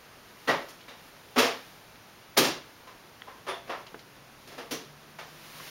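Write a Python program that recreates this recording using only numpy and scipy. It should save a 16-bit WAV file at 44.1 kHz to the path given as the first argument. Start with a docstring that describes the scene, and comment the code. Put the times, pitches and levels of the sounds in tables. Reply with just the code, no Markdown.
"""Kittens wrestle on a towel on a hard floor, close to a small camera's microphone, in a bare hissing room.
From the start fur and cloth rustle as shaped noise and a far engine hums as two tones behind the walls.
Out of sight something wooden is knocked hard three times, resonant noise that the room carries on, with a
brief treble scuff after the first; claws tick. Then come lighter knocks, one with a fizzing scrape, while the
engine, after a sag, speeds up; the rustle swells at the end. The camera's gain control ducks the loudest blows."""
import sys
import numpy as np
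from scipy import signal
from scipy.fft import rfft, irfft, next_fast_len
from scipy.io import wavfile
from scipy.ndimage import map_coordinates

SR = 44100
rng = np.random.default_rng(int(sys.argv[2]) if len(sys.argv) > 2 else 0)


def log_audio(samples):
    """Write samples as a 16-bit WAV file to the path given in sys.argv[1]."""
    # one column per channel
    frames = np.atleast_2d(samples).T
    # limit to full scale, then quantise
    limited = np.clip(frames, -1, 1)
    pcm = np.round(limited * 32767).astype(np.int16)
    wavfile.write(sys.argv[1], SR, pcm)


N = 251349


def amp(db):
    """Decibels to gain."""
    return 10 ** (np.asarray(db) / 20)


def unit(x):
    """x at rms 1."""
    return x / np.sqrt(np.mean(x ** 2) + 1e-20)


def along(points, hz):
    """(hz, value) points read on a log frequency axis."""
    point_hz, values = np.transpose(points)
    return np.interp(np.log(hz + 1), np.log(point_hz + 1), values)


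def curves(rows):
    """One value per sample for each column after the time."""
    times_s, *columns = np.transpose(rows)
    return [np.interp(np.arange(N) / SR, times_s, column) for column in columns]


def wobble(rate, size=N):
    """A smooth random curve, rate knots a second."""
    knots = rng.standard_normal(int(size * rate / SR) + 4)
    return map_coordinates(knots, [np.arange(size) * rate / SR])


def filtered(x, response):
    """x times a response of frequency."""
    size = next_fast_len(len(x) + SR // 4)  # padded so that the end does not wrap onto the start
    spectrum = rfft(x, size) * response(np.fft.rfftfreq(size, 1 / SR))
    return irfft(spectrum, size)[:len(x)]


def add(track, start_s, sound):
    """Mix a sound into the track at start_s."""
    part = track[round(start_s * SR):][:len(sound)]
    part += sound[:len(part)]


def bump(hz, centre_hz, width_hz):
    """A resonance curve of height 1."""
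    return 1 / (1 + (2 * (hz - centre_hz) / width_hz) ** 2)


# The steady noise's relative spectrum: columns hz, level_db (per Hz)
HISS_SPECTRUM = [(15, -36), (25, -10), (79, -10.5), (140, -5.5), (359, -8), (482, -9), (523, -8),
                 (871, -10.5), (1410, -11), (3830, -21.5), (6550, -24.5), (7910, -34), (9050, -29.5),
                 (15500, -39)]
HISS_DB = -54.5  # rms


def hiss():
    """The steady noise of room and microphone: random noise with a fixed spectrum."""
    noise = rng.standard_normal(N)
    return amp(HISS_DB) * unit(filtered(noise, lambda hz: amp(along(HISS_SPECTRUM, hz))))


# The far engine idles, sags under load, then speeds up: columns time_s, firing_hz
ENGINE_SPEED = [(0, 107.8), (2.0, 110.3), (2.7, 102), (4.6, 141.9), (5.05, 148.6), (5.7, 155.1)]
IDLE_HZ, IDLE_DB, LOUDER_DB_PER_HZ = 107.3, -72.5, 0.23  # it grows louder with speed


def engine(upper_db=-7, waver_db=2):
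    """Only two low orders of the engine, sines locked to its shaft, come through the walls."""
    firing_hz, = curves(ENGINE_SPEED)
    level_db = IDLE_DB + LOUDER_DB_PER_HZ * (firing_hz - IDLE_HZ)
    shaft = np.pi * np.cumsum(firing_hz) / SR  # shaft angle in radians: two firings a turn
    firing = amp(waver_db * wobble(15)) * np.sin(2 * shaft)
    third_gain = amp(upper_db + waver_db * wobble(3.4))
    third = third_gain * np.sin(3 * shaft)
    return amp(level_db) * np.sqrt(2) * (firing + third)


# Relative spectrum of fur on cloth: columns hz, level_db (per Hz)
CLOTH_SPECTRUM = [(300, -2.5), (1000, 3.5), (2500, 3), (5500, -1), (9000, -6), (15000, -6.5)]
# Bodies rolling over the towel: columns middle_s, length_s (between the 1/e points of power), level_db
ROLLS = [(.53, 0.35, -55), (1.043, 0.091, -58), (1.543, 0.47, -54.5), (4.604, 0.32, -59.5),
         (5.8, 0.63, -45)]
FIDGET_DB = -57  # fur never quite stops rubbing on the towel


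def rustle(uneven_db=0.56):
    """Fur slides over the towel: noise of constant fidgeting, and a smooth swell for each roll."""
    t = np.arange(N) / SR
    power = amp(FIDGET_DB) ** 2
    for middle_s, length_s, level_db in ROLLS:
        power = power + amp(level_db) ** 2 * np.exp(-(2 * (t - middle_s) / length_s) ** 2)
    fibres = rng.standard_normal(N) * amp(uneven_db * wobble(22.1))
    cloth = unit(filtered(fibres, lambda hz: amp(along(CLOTH_SPECTRUM, hz))))
    return np.sqrt(power) * cloth


# How long the bare room rings: columns hz, t60_s (time to fall by 60 dB)
ROOM_DECAY = [(120, 0.39), (400, 0.35), (1300, 0.37), (4500, 0.36), (12000, 0.25)]


def echoes(spiky, merge_s):
    """Half a second of room echoes: distinct at first, then merging, each band dying at its own rate."""
    t = np.arange(SR // 2) / SR
    spread = spiky * np.exp(-t / merge_s)
    uneven = np.exp(spread * rng.standard_normal(len(t)) - spread ** 2)
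    arrivals = rng.standard_normal(len(t)) * uneven
    hz, age_s, bands = signal.stft(arrivals, SR, nperseg=256)
    decay_db = -60 * age_s / along(ROOM_DECAY, hz)[:, None]
    return signal.istft(bands * amp(decay_db), SR, nperseg=256)[1][:len(t)]


# Claws and paws near the camera: columns start_s, level_db (before the fade and soft rise), centre_hz, t60_s
PAW_TAPS = [ (0.806, -51, 3100, .14), (1.957, -49, 2640, .036), (3.2196, -28, 1760, 0.011),
            (3.866, -45.5, 3180, 0.086), (3.943, -37, 360, 0.087), (3.943, -36.5, 1480, 0.032),
            (3.991, -48.5, 3350, 0.091), (5.186, -37.5, 1070, 0.046), (5.599, -40.5, 1490, 0.088),
            (5.675, -43.5, 2800, .12)]
TAP_OCTAVES = 0.65  # standard deviation of a tap's band


def taps(room_db=-11):
    """Claws and paws strike the floor: short bands of noise, nearly dry this close to the microphone."""
    track, t = np.zeros(N), np.arange(SR // 4) / SR
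    for start_s, level_db, centre_hz, t60_s in PAW_TAPS:
        def band(hz):
            """A bell curve over octaves."""
            octaves = np.log2((hz + 1) / centre_hz)
            return np.exp(-.5 * (octaves / TAP_OCTAVES) ** 2)
        tick = unit(filtered(rng.standard_normal(len(t)), band))
        rise = 1 - np.exp(-t * centre_hz)  # a soft pad takes about a cycle to press home
        add(track, start_s, amp(level_db - 60 * t / t60_s) * rise * tick)
    tail = echoes(spiky=0.46, merge_s=0.025)
    reflected = signal.fftconvolve(track, tail / np.linalg.norm(tail))[:N]
    return track + amp(room_db) * reflected


# Narrow rings, and a fizzing scrape (the 9800 Hz row), that go with some knocks:
# columns start_s, centre_hz, level_db (before swell and fade)
RINGS_AND_SCRAPE = [ (0.476, 1910, -28), (0.880, 3770, -51), (1.372, 252, -27), (1.380, 464.5, -21.5),
                    (2.867, 1010, -49.5), (3.27, 1037, -45), (3.469, 376, -37.5), (3.482, 9800, -48),
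                    (3.492, 3470, -40), (4.576, 476, -40.5), (4.710, 5960, -39.5), (4.712, 459, -41)]


def rings_and_scrape(ring_q=9, swell_s=0.0043):
    """Randomly modulated carriers: narrow rings when low, a broad fizz when high; all fade with the room."""
    track, t = np.zeros(N), np.arange(SR // 2) / SR
    for start_s, centre_hz, level_db in RINGS_AND_SCRAPE:
        rate = centre_hz / ring_q  # the band widens with its centre
        fading = wobble(rate, size=len(t)) + 1j * wobble(rate, size=len(t))
        band = unit(np.real(fading * np.exp(2j * np.pi * centre_hz * t)))
        swell = 1 - np.exp(-t / swell_s)
        decay = amp(level_db - 60 * t / along(ROOM_DECAY, centre_hz))
        add(track, start_s, swell * decay * band)
    return track


# Knocks and scuffs across the room (the row at 0.685 s is a brief treble scuff): columns start_s,
# level_db (before colour and build-up), heavy_db (extra bass), hard_db (extra treble)
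KNOCKS_AND_SCUFFS = [ (0.473, -20.5, 2, -3.5), (0.685, -64.5, 2, 31.5), (0.879, -46.5, -4, 4.5),
                     (1.358, -24.5, 0.5, -2.5), (1.378, -18, -1.5, 11), (2.366, -20, 5, 4.5),
                     (2.371, -22, 14.5, 22.5), (2.869, -50, -8, -1), (3.273, -45, -15, -13),
                     (3.465, -35.5, -11, -4), (3.477, -33, -10, -3), (3.671, -47.5, 6, -1),
                     (3.692, -29, -10, -11.5), (4.472, -55, 12, 17), (4.516, -51.5, 4, 6),
                     (4.576, -41, 2, 2.5), (4.708, -41.5, 15, 21), (5.184, -42, -11, 3)]
# Resonances of the wood: columns centre_hz, width_hz, lift_db
WOOD_RESONANCES = [(149, 45, 5.5), (206, 74, -7.5), (254.6, 30, 8), (318, 6.6, -1.5), (470, 59, 0.5),
                   (560, 31, 4), (684.5, 9, 8.5), (1180, 16, 5.5), (1320, 60, 3), (1440, 290, -4),
                   (1820, 47, 1.5), (2770, 42, 5), (3410, 410, 2), (5450, 720, 3)]
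# Colour of an ordinary contact: columns hz, level_db (per octave, relative to the contact's level)
CONTACT_COLOUR = [(140, -21), (400, -2), (1300, 0.5), (4500, -8), (12000, -17.5)]
HEAVY_HZ, HARD_HZ = 410, 3180  # weight adds bass below the first, hardness adds treble above the second
BUILD_S, BUILD_DOUBLING_DB = 0.023, 19.5  # build-up at 0 dB; it halves for each such step weaker


def knocks_and_scuffs(lowest_hz=125, ripple_db=1.0):
    """Room echoes coloured by wood resonances: boomy if heavy, bright if hard, a scuff if nearly all treble."""
    track, t = np.zeros(N), np.arange(SR // 2) / SR
    for start_s, level_db, heavy_db, hard_db in KNOCKS_AND_SCUFFS:
        strengths = rng.standard_normal(600)

        def colour(hz):
            """Gain per Hz of this contact."""
            bass = 1 / (1 + (hz / HEAVY_HZ) ** 4)
            treble = 1 - 1 / (1 + (hz / HARD_HZ) ** 2)
            contact_db = level_db + along(CONTACT_COLOUR, hz) + heavy_db * bass + hard_db * treble
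            per_hz = np.sqrt(SR / 2 / np.log(2) / (hz + 1))  # from level per octave
            wood_db = sum(lift_db * bump(hz, centre_hz, width_hz)
                          for centre_hz, width_hz, lift_db in WOOD_RESONANCES)
            ripple = map_coordinates(strengths, [3 * np.sqrt(hz)])
            crowded_db = ripple_db * ripple * hz / (hz + 900)  # high modes, excited unevenly
            return amp(contact_db) * per_hz * amp(wood_db + crowded_db)

        body = filtered(echoes(spiky=0.78, merge_s=0.015), colour)
        build_s = BUILD_S * 2 ** (level_db / BUILD_DOUBLING_DB)
        add(track, start_s, (1 - np.exp(-t / build_s)) * body)  # reflections pile up
    radiation = signal.butter(6, lowest_hz, "high", fs=SR, output="sos")  # little bass leaves the wood
    return signal.sosfilt(radiation, track)


def scene():
    """Everything as it reaches the one microphone."""
    return (knocks_and_scuffs() + rings_and_scrape() + taps() + rustle() + engine() + hiss())[None]


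def gain_control(x):
    """Loud blows get through for a moment, then are held down until they have died away."""
    threshold_db, lag_s = -21, .015
    power = signal.lfilter(*signal.butter(1, 60, fs=SR), x ** 2)
    excess_db = np.maximum(10 * np.log10(np.abs(power) + 1e-12) - threshold_db, 0)
    step = 1 / (lag_s * SR)
    reduction_db = signal.lfilter([step], [1, step - 1], excess_db)  # the gain lags the level
    return x * amp(-reduction_db)


NOTCH_HZ, TOP_HZ = 7900, 15780  # the camera's treble notch and band limit


def record(dry, notch_width_hz=800):
    """The camera rides its gain, has a deep notch in the treble and keeps nothing above its band limit."""
    def response(hz):
        """The notch, cut off at the band limit."""
        offset_hz = hz - NOTCH_HZ
        notch = np.abs(offset_hz) / np.hypot(offset_hz, notch_width_hz)
        return notch * (hz < TOP_HZ)
    return filtered(gain_control(dry[0]), response)[None]


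dry = scene()
out = record(dry)
log_audio(out)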